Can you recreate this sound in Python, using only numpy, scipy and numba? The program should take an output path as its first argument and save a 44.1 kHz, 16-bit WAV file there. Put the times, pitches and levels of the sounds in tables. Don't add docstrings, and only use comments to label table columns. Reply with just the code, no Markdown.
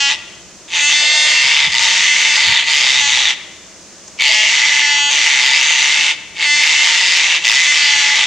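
import sys
import numpy as np
from scipy import signal
from scipy.fft import rfft, irfft, next_fast_len
from scipy.io import wavfile
from scipy.ndimage import uniform_filter1d
from numba import njit

SR = 44100
rng = np.random.default_rng(int(sys.argv[2]) if len(sys.argv) > 2 else 0)


def boost(x):
    u = np.asarray(x, float) / 20
    return 10 ** u


def materialize(psi):
    bounded = np.clip(np.atleast_2d(psi).T, -1, 1)
    quanta = np.round(bounded * 32767).astype(np.int16)
    wavfile.write(sys.argv[1], SR, quanta)


N = 364266
TIME = np.arange(N) / SR
HZ = np.fft.rfftfreq(next_fast_len(N + SR), 1 / SR)

# start_s, end_s, effort_db, attack_s, sunk_db (drop of the voice before the start)
SCREECH_ROWS = [
    (-.2, 0.161, -16.5, .1, 25),
    (0.679, 1.691, -16, 0.19, 24),
    (1.711, 2.638, -16.5, 0.1, 9.5),
    (2.659, 3.35, -17.5, 0.067, 10),
    (4.176, 5.11, -17, 0.061, 32),
    (5.098, 6.151, -17, 0.041, 0.5),
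    (6.346, 7.402, -16.5, 0.17, 26),
    (7.434, 8.283, -16, 0.037, 14.5),
]
SILENT_DB = 20


def unit(x):
    return x / np.sqrt(np.mean(x ** 2))


def shape(x, response):
    size = 2 * len(HZ) - 2
    return irfft(rfft(x, size) * response, size)[..., :N]


def colour(points):
    hz, db = np.transpose(points)
    return boost(np.interp(np.log(HZ + 1), np.log(np.maximum(hz, 1)), db))


def ring(modes):
    def resonance(hz, width):
        return 1j * HZ * width / (hz * hz - HZ * HZ + 1j * HZ * width)

    total = 0
    for k, (hz, width, db) in enumerate(modes):
        total = total + (-1) ** k * boost(db) * resonance(hz, width) * resonance(hz, 4 * width)
    return total


@njit
def svf(x, hz, width):
    y, band, low = np.empty(len(x)), 0., 0.
    for i in range(len(x)):
        g, k = np.tan(np.pi * hz[i] / SR), width / hz[i]
        v = (band + g * (x[i] - low)) / (1 + g * (g + k))
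        band = 2 * v - band
        low += 2 * g * v
        y[i] = k * v
    return y


def curves(table):
    s, *columns = np.transpose(table)
    return [np.interp(TIME, s, column) for column in columns]


def spans(rows, edge_s):
    step = np.max([height * (TIME >= a) * (TIME < b) for a, b, height in rows], axis=0)
    return uniform_filter1d(step, size=int(edge_s * SR))


def walk(rate):
    hold = int(SR / rate)
    steps = np.repeat(rng.standard_normal(N // hold + 1), hold)
    return 1.3 * uniform_filter1d(uniform_filter1d(steps, hold), hold)[:N]


def bush():
    # frequency_hz, density_db (per Hz)
    bush_points = [(120, -24), (200, -9), (241, -15.5), (291, -13.5), (324, -8.5), (397, -12.5),
                   (450, -15.5), (643, -13), (729, -19.5), (965, -18.5), (3980, -22), (6550, -14.5),
                   (8280, -25), (10800, -38.5), (18200, -120)]
    # frequency_hz, density_db (per Hz)
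    wind_points = [(12, -60), (20, -25), (70, 4.5), (130, -1), (189, 2), (247, -19.5), (300, -21),
                   (390, -38), (660, -120)]
    # centre_s, level_db (over the breeze, negative for a lull), half_length_s
    swell_rows = [
        (1.73, 12.5, 0.18),
        (2.5, 21.5, 0.052),
        (3.1, 7.2, .25),
        (3.85, -6, 0.38),
        (.65, -6, 0.089),
    ]
    breeze_db = -52
    mid, side = (shape(rng.standard_normal(N), colour(bush_points)) for _ in range(2))
    side = shape(side, np.clip(HZ / 8000, .15, 1))
    hiss = unit(np.array([mid + side, mid - side])) * boost(-38.5 - 2.5 + .5 * walk(1.94))
    ports = [unit(shape(rng.standard_normal(N), colour(wind_points))) * boost(2.2 * walk(5)) for _ in range(2)]
    swell_db = sum(db * np.exp(-((TIME - s) / half) ** 2) for s, db, half in swell_rows)
    return hiss + np.array(ports) * boost(breeze_db + swell_db)


def knocks():
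    # start_s, level_db, pitch_hz, pan_db (left minus right)
    wing_rows = [
        (1.44, -41, 137, 18.5),
        (1.662, -35.5, 170.7, -17),
        (2.037, -43, 71, 7),
        (2.479, -34, 88.2, -7),
    ]
    # start_s, level_db, pitch_hz
    twig_rows = [
        (4.0777, -28, 6440),
    ]
    out = np.zeros((2, N))
    for s, db, hz, pan_db in wing_rows:
        puff = np.exp(-((TIME - s - .015) / 0.012) ** 2) * np.sin(2 * np.pi * hz * TIME)
        out += boost(db + np.array([[pan_db], [-pan_db]]) / 2) * puff
    for s, db, hz in twig_rows:
        burst = rng.standard_normal(N) * np.exp(-np.abs(TIME - s - .003) / 0.0057)
        wood = ring([(hz, 1500, 0), (900, 600, -10)]) / (1 + (HZ / 8000) ** 8)
        out += boost(db) * 2.2 * shape(burst, wood)
    return out


def groans():
    # start_s, end_s, pitch_hz, width_hz, level_db
    groan_rows = [
        (0.984, 1.36, 634, 180, -37.5),
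        (4.27, 4.53, 643, 21, -40),
        (3.7, 3.41, 680, 200, -23),
    ]
    out = 0
    for start, stop, hz, width, db in groan_rows:
        swell = np.clip(np.minimum(TIME - start, stop - TIME) / 0.021, 0, 1)
        out = out + boost(db) * swell * unit(shape(rng.standard_normal(N), ring([(hz, width, 0)])))
    return out


def pitch(locks):
    points = []
    for start, stop, first_hz, last_hz, _ in locks:
        points += [(start, first_hz), (stop, last_hz)]
    return curves(points)[0]


def effort():
    quick_part, quick_rise = 0.4, 0.87
    release_s, sag_db = 0.039, 0.46
    tire_s, tire_db, shy_db = .25, -4.5, -4
    points, tired, gate = [], 0, []
    followers = SCREECH_ROWS[1:] + SCREECH_ROWS[:1]
    for (start, end, db, attack, sunk_db), after in zip(SCREECH_ROWS, followers):
        points += [(start, db - sunk_db),
                   (start + quick_part * attack, db - (1 - quick_rise) * sunk_db),
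                   (start + attack, db),
                   (end - release_s, db - sag_db),
                   (end, db - min(after[4], SILENT_DB))]
        shy = np.clip(1 - (TIME - start) / attack, 0, 1) * (TIME >= start) * (sunk_db > SILENT_DB)
        spent = np.clip(1 - (end - TIME) / tire_s, 0, 1) * (TIME < end)
        tired = tired + tire_db * spent + shy_db * shy
        gate.append((start, end if after[4] > SILENT_DB else after[0], 1.))
    return boost(curves(points)[0]) * spans(gate, .002), tired


@njit
def fire(hz, stretch, size):
    pulses, phase, k = np.zeros(len(hz) + 1), 0., 0
    for i in range(len(hz)):
        step = hz[i] * stretch[k] / SR
        phase += step
        if phase >= 1:
            phase, k = phase - 1, k + 1
            pulses[i] += size[k] * phase / step
            pulses[i + 1] += size[k] * (1 - phase / step)
    return pulses[:-1]


def syrinx(hz, jitter, scatter_db):
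    chance = rng.standard_normal((N // 40, 2)).T
    return unit(fire(hz, np.exp(jitter * chance[0]), boost(scatter_db * chance[1])) / np.sqrt(hz))


def turmoil(loose_hz, pitch_hz):
    # start_s, end_s, rate_hz (pulses)
    creak_rows = [
        (.676, .76, 190),
        (1.735, 1.8, 125),
        (4.19, 4.27, 135),
        (6.36, 6.44, 160),
        (7.46, 7.53, 100),
        (7.59, 7.63, 160),
    ]
    creak = np.zeros(N)
    for start, stop, rate in creak_rows:
        creak[int(start * SR):int(stop * SR)] = rate
    creaking = creak > 0
    beats = syrinx(np.where(creaking, creak, loose_hz), jitter=.16, scatter_db=1.6)
    burst = unit(np.convolve(beats, np.hanning(220), "same") * rng.standard_normal(N))
    fill = .6 * syrinx(pitch_hz, jitter=.15, scatter_db=2.5) + boost(-4) * rng.standard_normal(N)
    return (.62 * beats + .68 * burst) * np.where(creaking, 1.25, 1) + fill * np.where(creaking, .45, 1)


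def steady_buzz(hz, count):
    phase = 2 * np.pi * np.cumsum(hz * (1 + .0008 * walk(60))) / SR
    return unit(np.sin((count + .5) * phase) / np.sin(phase / 2 + 1e-9) - 1)


def buzz_band(buzz, orders, pitch_hz, modes, band):
    edges_hz = [0, 1550, 2500, 4000, 30000]
    last_db = orders[-1][1]
    points = [(k * pitch_hz, db) for k, db in orders] + [(10500, last_db - 24), (16000, last_db - 50)]
    inside = (HZ >= edges_hz[band]) & (HZ < edges_hz[band + 1])
    return unit(shape(buzz, colour(points) * inside * np.exp(1j * np.angle(ring(modes)))))


def cockatoos():
    # centre_hz, width_hz, level_db
    pipe = [(313, 130, -26.5), (597, 360, -10), (946, 106, 2.5), (1191, 99, -0.5), (1425, 17, 6.5)]
    throat = [(1810, 630, -8.5), (2076, 583, -2), (2294, 82, 4)]
    beak = [(2662, 705, -3.85), (3330, 360, -3), (3583, 236, 1)]
    rasp = [(4546, 1040, 2.5), (5200, 590, 3.5), (6310, 1250, 3), (7200, 1390, 3.5), (8045, 1685, -4.5),
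            (10370, 4500, -46)]
    # level_db at rest, then change_db for one step of neck stretch
    rest_db = [-15, -0.5, .5, -1.5]
    stretch_db = [-1.5, 3, -0.5, -0.5]
    lock_grip = [.75, 1.1, .6, .55]
    # harmonic (multiple), level_db
    lower_orders = [(1, -26), (2, -26), (3, -8.5), (4, -13.5), (5, -4), (6, -6), (7, -6.5), (8, -13),
                    (9, -2), (10, -0.5), (11, -1.5), (12, -4), (13, -11.5), (14, -9.5), (15, -5),
                    (16, -7.5), (17, -11.5), (18, -17), (19, -12), (20, -12.5), (21, -14.5), (22, -12),
                    (23, -11.5), (24, -10.5), (25, -19), (26, -14), (27, -17), (28, -22)]
    upper_orders = [(1, -23), (2, -23), (3, -16.5), (4, -12), (5, -6.5), (6, 6.5), (7, 9.5), (8, -4),
                    (9, -3), (10, -9.5), (11, -8), (12, -4), (13, -16.5), (14, -2.5), (15, -3.5), (16, -9),
                    (17, -8.5), (18, -12), (19, -15), (20, -3.5), (21, -9), (22, -3.5), (23, -7), (24, -18),
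                    (25, -4), (26, -21), (27, -7), (28, -17.5)]
    # time_s, stretch (-2 to 1), tongue_hz
    neck_rows = [(0, -2, 5600), (.86, -0.61, 5930), (.97, -0.016, 5050), (1.2, -0.49, 5000),
                 (1.5, 0.54, 5200), (1.81, -.6, 5300), (2.07, 0.51, 5840), (2.6, -0.085, 4400),
                 (3.09, -0.76, 5920), (4.22, 0.29, 4350), (4.4, 0.75, 5830), (4.83, 0.075, 5470),
                 (5.05, -2.2, 6140), (5.27, 0.75, 5460), (6.12, -0.77, 5200), (6.51, 0.64, 4930),
                 (6.8, -0.027, 5500), (8.26, -0.35, 5600)]
    # start_s, end_s, extra_ring (0-1)
    wide_rows = [
        (.92, 1.28, 0),
        (1.597, 1.678, 0),
        (1.717, 1.902, 0.2),
        (2.426, 2.6, 0.07),
        (2.83, 3.298, 0.33),
    ]
    # start_s, end_s, first_hz, last_hz, share (of power, 0-1)
    lock_rows = [(-.02, .095, 282.6, 278.4, .98), (.815, .895, 289.5, 296, .9),
                 (.935, 1.15, 293.8, 301.3, .72), (1.15, 1.262, 301.6, 302.2, .75),
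                 (2.09, 2.14, 292.6, 293.5, .78), (2.3, 2.34, 295.7, 295.7, .65),
                 (3.02, 3.08, 286.4, 283.4, .87), (4.345, 4.425, 213.6, 215.5, .8),
                 (4.465, 4.497, 216, 216.2, .35), (4.56, 4.735, 288, 290.6, .12),
                 (4.735, 4.79, 290.6, 292.8, .33), (4.82, 4.96, 292, 288.3, .75),
                 (4.985, 5.1, 287.9, 288, .95), (6.46, 6.56, 292.4, 294.6, .97),
                 (6.56, 6.615, 294.5, 294, .58), (6.755, 6.825, 296.2, 299.2, .5),
                 (7.675, 7.72, 293.8, 292.5, .86), (7.91, 8.045, 288.2, 286.5, .43)]
    # start_s, end_s, share (0-1)
    under_rows = [
        (.77, 1.1, .15),
        (1.1, 1.43, .38),
        (1.8, 2.47, .1),
        (4.24, 4.52, .25),
        (4.79, 4.95, .2),
        (4.95, 5.0, .45),
        (5.9, 6.5, .08),
        (7.77, 8.15, .33),
    ]
    # start_s, end_s
    upper_rows = [
        (.4, 2.475),
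        (5.8, 7.765),
    ]
    edge_s, gape_s = .02, 0.076

    gain, tired = effort()
    stretch, tongue_hz = curves(neck_rows)
    pitch_hz = pitch(lock_rows)
    gape_hz = 2672 + (3730 - 2672) * spans([(a, b, 1.) for a, b, _ in wide_rows], gape_s)
    low = uniform_filter1d(1. * (pitch_hz < 250), size=int(gape_s * SR))
    own_lock = spans([(a, b, share) for a, b, _, _, share in lock_rows], edge_s)
    locked = np.maximum(own_lock, spans(under_rows, 2 * edge_s)).clip(.015, 1)
    upper = spans([(a, b, 1.) for a, b in upper_rows], 2 * edge_s)
    throat_hz = 2050 + 60 * stretch.clip(0, 1) * (1 - locked)
    for start, _, _, _, sunk_db in SCREECH_ROWS:
        if sunk_db > SILENT_DB:
            throat_hz = throat_hz + 320 * np.exp(-np.abs(TIME - start) / 0.046)

    flap = np.exp(-2j * np.pi * 0.001494 * 4000 * np.log(1 + HZ / 4000))
    loose_hz = 157.63 * np.exp(.15 * walk(3))
    buzz = shape(steady_buzz(pitch_hz, count=48), flap)
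    chaos = shape(turmoil(loose_hz, pitch_hz), flap)

    # (centre Hz, width Hz, strength)
    moving = [(3 * np.clip(pitch_hz, 284, 302) + 14 * walk(9), 50., 2 + .6 * walk(5)),
              (throat_hz + 45 * walk(9) * (1 - locked), 110., 2 + .4 * walk(5)),
              (gape_hz + 110 * walk(10), 220., .7 + .3 * walk(6) + 2 * spans(wide_rows, gape_s)),
              (tongue_hz + 250 * walk(10), 500., 1.5)]
    out, sign = 0, 1
    for band, modes in enumerate((pipe, throat, beak, rasp)):
        db = rest_db[band] + stretch_db[band] * stretch
        share = locked ** lock_grip[band]
        if modes is beak:
            db = db + 0.5 * low
        if modes is rasp:
            db = db + tired
            share = share * (1 - (1 - 0.45) * low)
        centre_hz, width, strength = moving[band]
        lower_buzz = buzz_band(buzz, lower_orders, 288, modes, band)
        upper_buzz = buzz_band(buzz, upper_orders, 301, modes, band)
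        steady = (1 - upper) * lower_buzz + upper * upper_buzz
        steady = unit(steady + .9 * strength * svf(steady, centre_hz, 2 * width))
        torn = shape(chaos, ring(modes))
        torn = unit(torn + strength * svf(torn, centre_hz, width))
        out = out + sign * boost(db) * (np.sqrt(share) * steady + np.sqrt(1 - share) * torn)
        sign *= (-1) ** len(modes)
    hollow = 0.63 * low * svf(out, 1580 + 0 * TIME, 500.)
    return (out - hollow) * gain


def echo(t60, start_s, dull_hz):
    t = np.arange(SR) / SR
    tail = rng.standard_normal((2, SR)) * boost(-60 * t / t60) * (t > start_s)
    return rfft(tail / np.sqrt(np.sum(tail[0] ** 2)), 2 * len(HZ) - 2) / (1 + 1j * HZ / dull_hz)


def scene():
    # frequency_hz, level_db
    leaf_points = [(60, 9), (100, -5), (180, 1), (300, -30), (520, -46), (900, -27.5), (1540, -9),
                   (2650, -15.5), (4560, -11), (7830, -5)]
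    # frequency_hz, balance_db
    balance_points = [(60, -2), (100, -3), (180, -3), (300, -4.5), (520, -4), (900, 1.7), (1540, 3.5),
                      (2650, 0.1), (4560, 0.4), (7830, -0.3)]
    call = cockatoos() + groans()
    scatter = shape(call, echo(.13, 0, 30000)[0] * colour(leaf_points) * boost(-1))
    lean = colour(balance_points) ** .5
    direct = np.array([shape(call, lean) + scatter, shape(call, 1 / lean) - scatter])
    near = shape(call, echo(0.097, 0.0052, 9000)[0])
    far = shape(call, echo(0.96, 0.013, 2950))
    echoes = boost(-11.0) * near + boost(-14.5) * (1.1 * far[0] + 0.73 * far)
    return direct + echoes + bush() + knocks()


def band_limit(x):
    return signal.sosfilt(signal.butter(12, 15900, fs=SR, output="sos"), x)


def record(dry):
    limit_db, limit_s, limit_grip = -13.5, 0.013, 0.48
    soft = signal.sosfilt(signal.butter(2, 11000, fs=SR, output="sos"), dry)
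    power = np.mean(soft ** 2, axis=0)
    for _ in range(2):
        power = uniform_filter1d(power, int(limit_s * SR))
    soft = soft * (1 + (power / boost(2 * limit_db)) ** 2) ** (-limit_grip / 4)
    hiss = shape(rng.standard_normal(dry.shape), boost(-63) * (HZ > 10500))
    mix = np.clip(soft * boost(1.5) + hiss, -1, 1)
    return band_limit(mix)


dry = scene()
out = record(dry)
materialize(out)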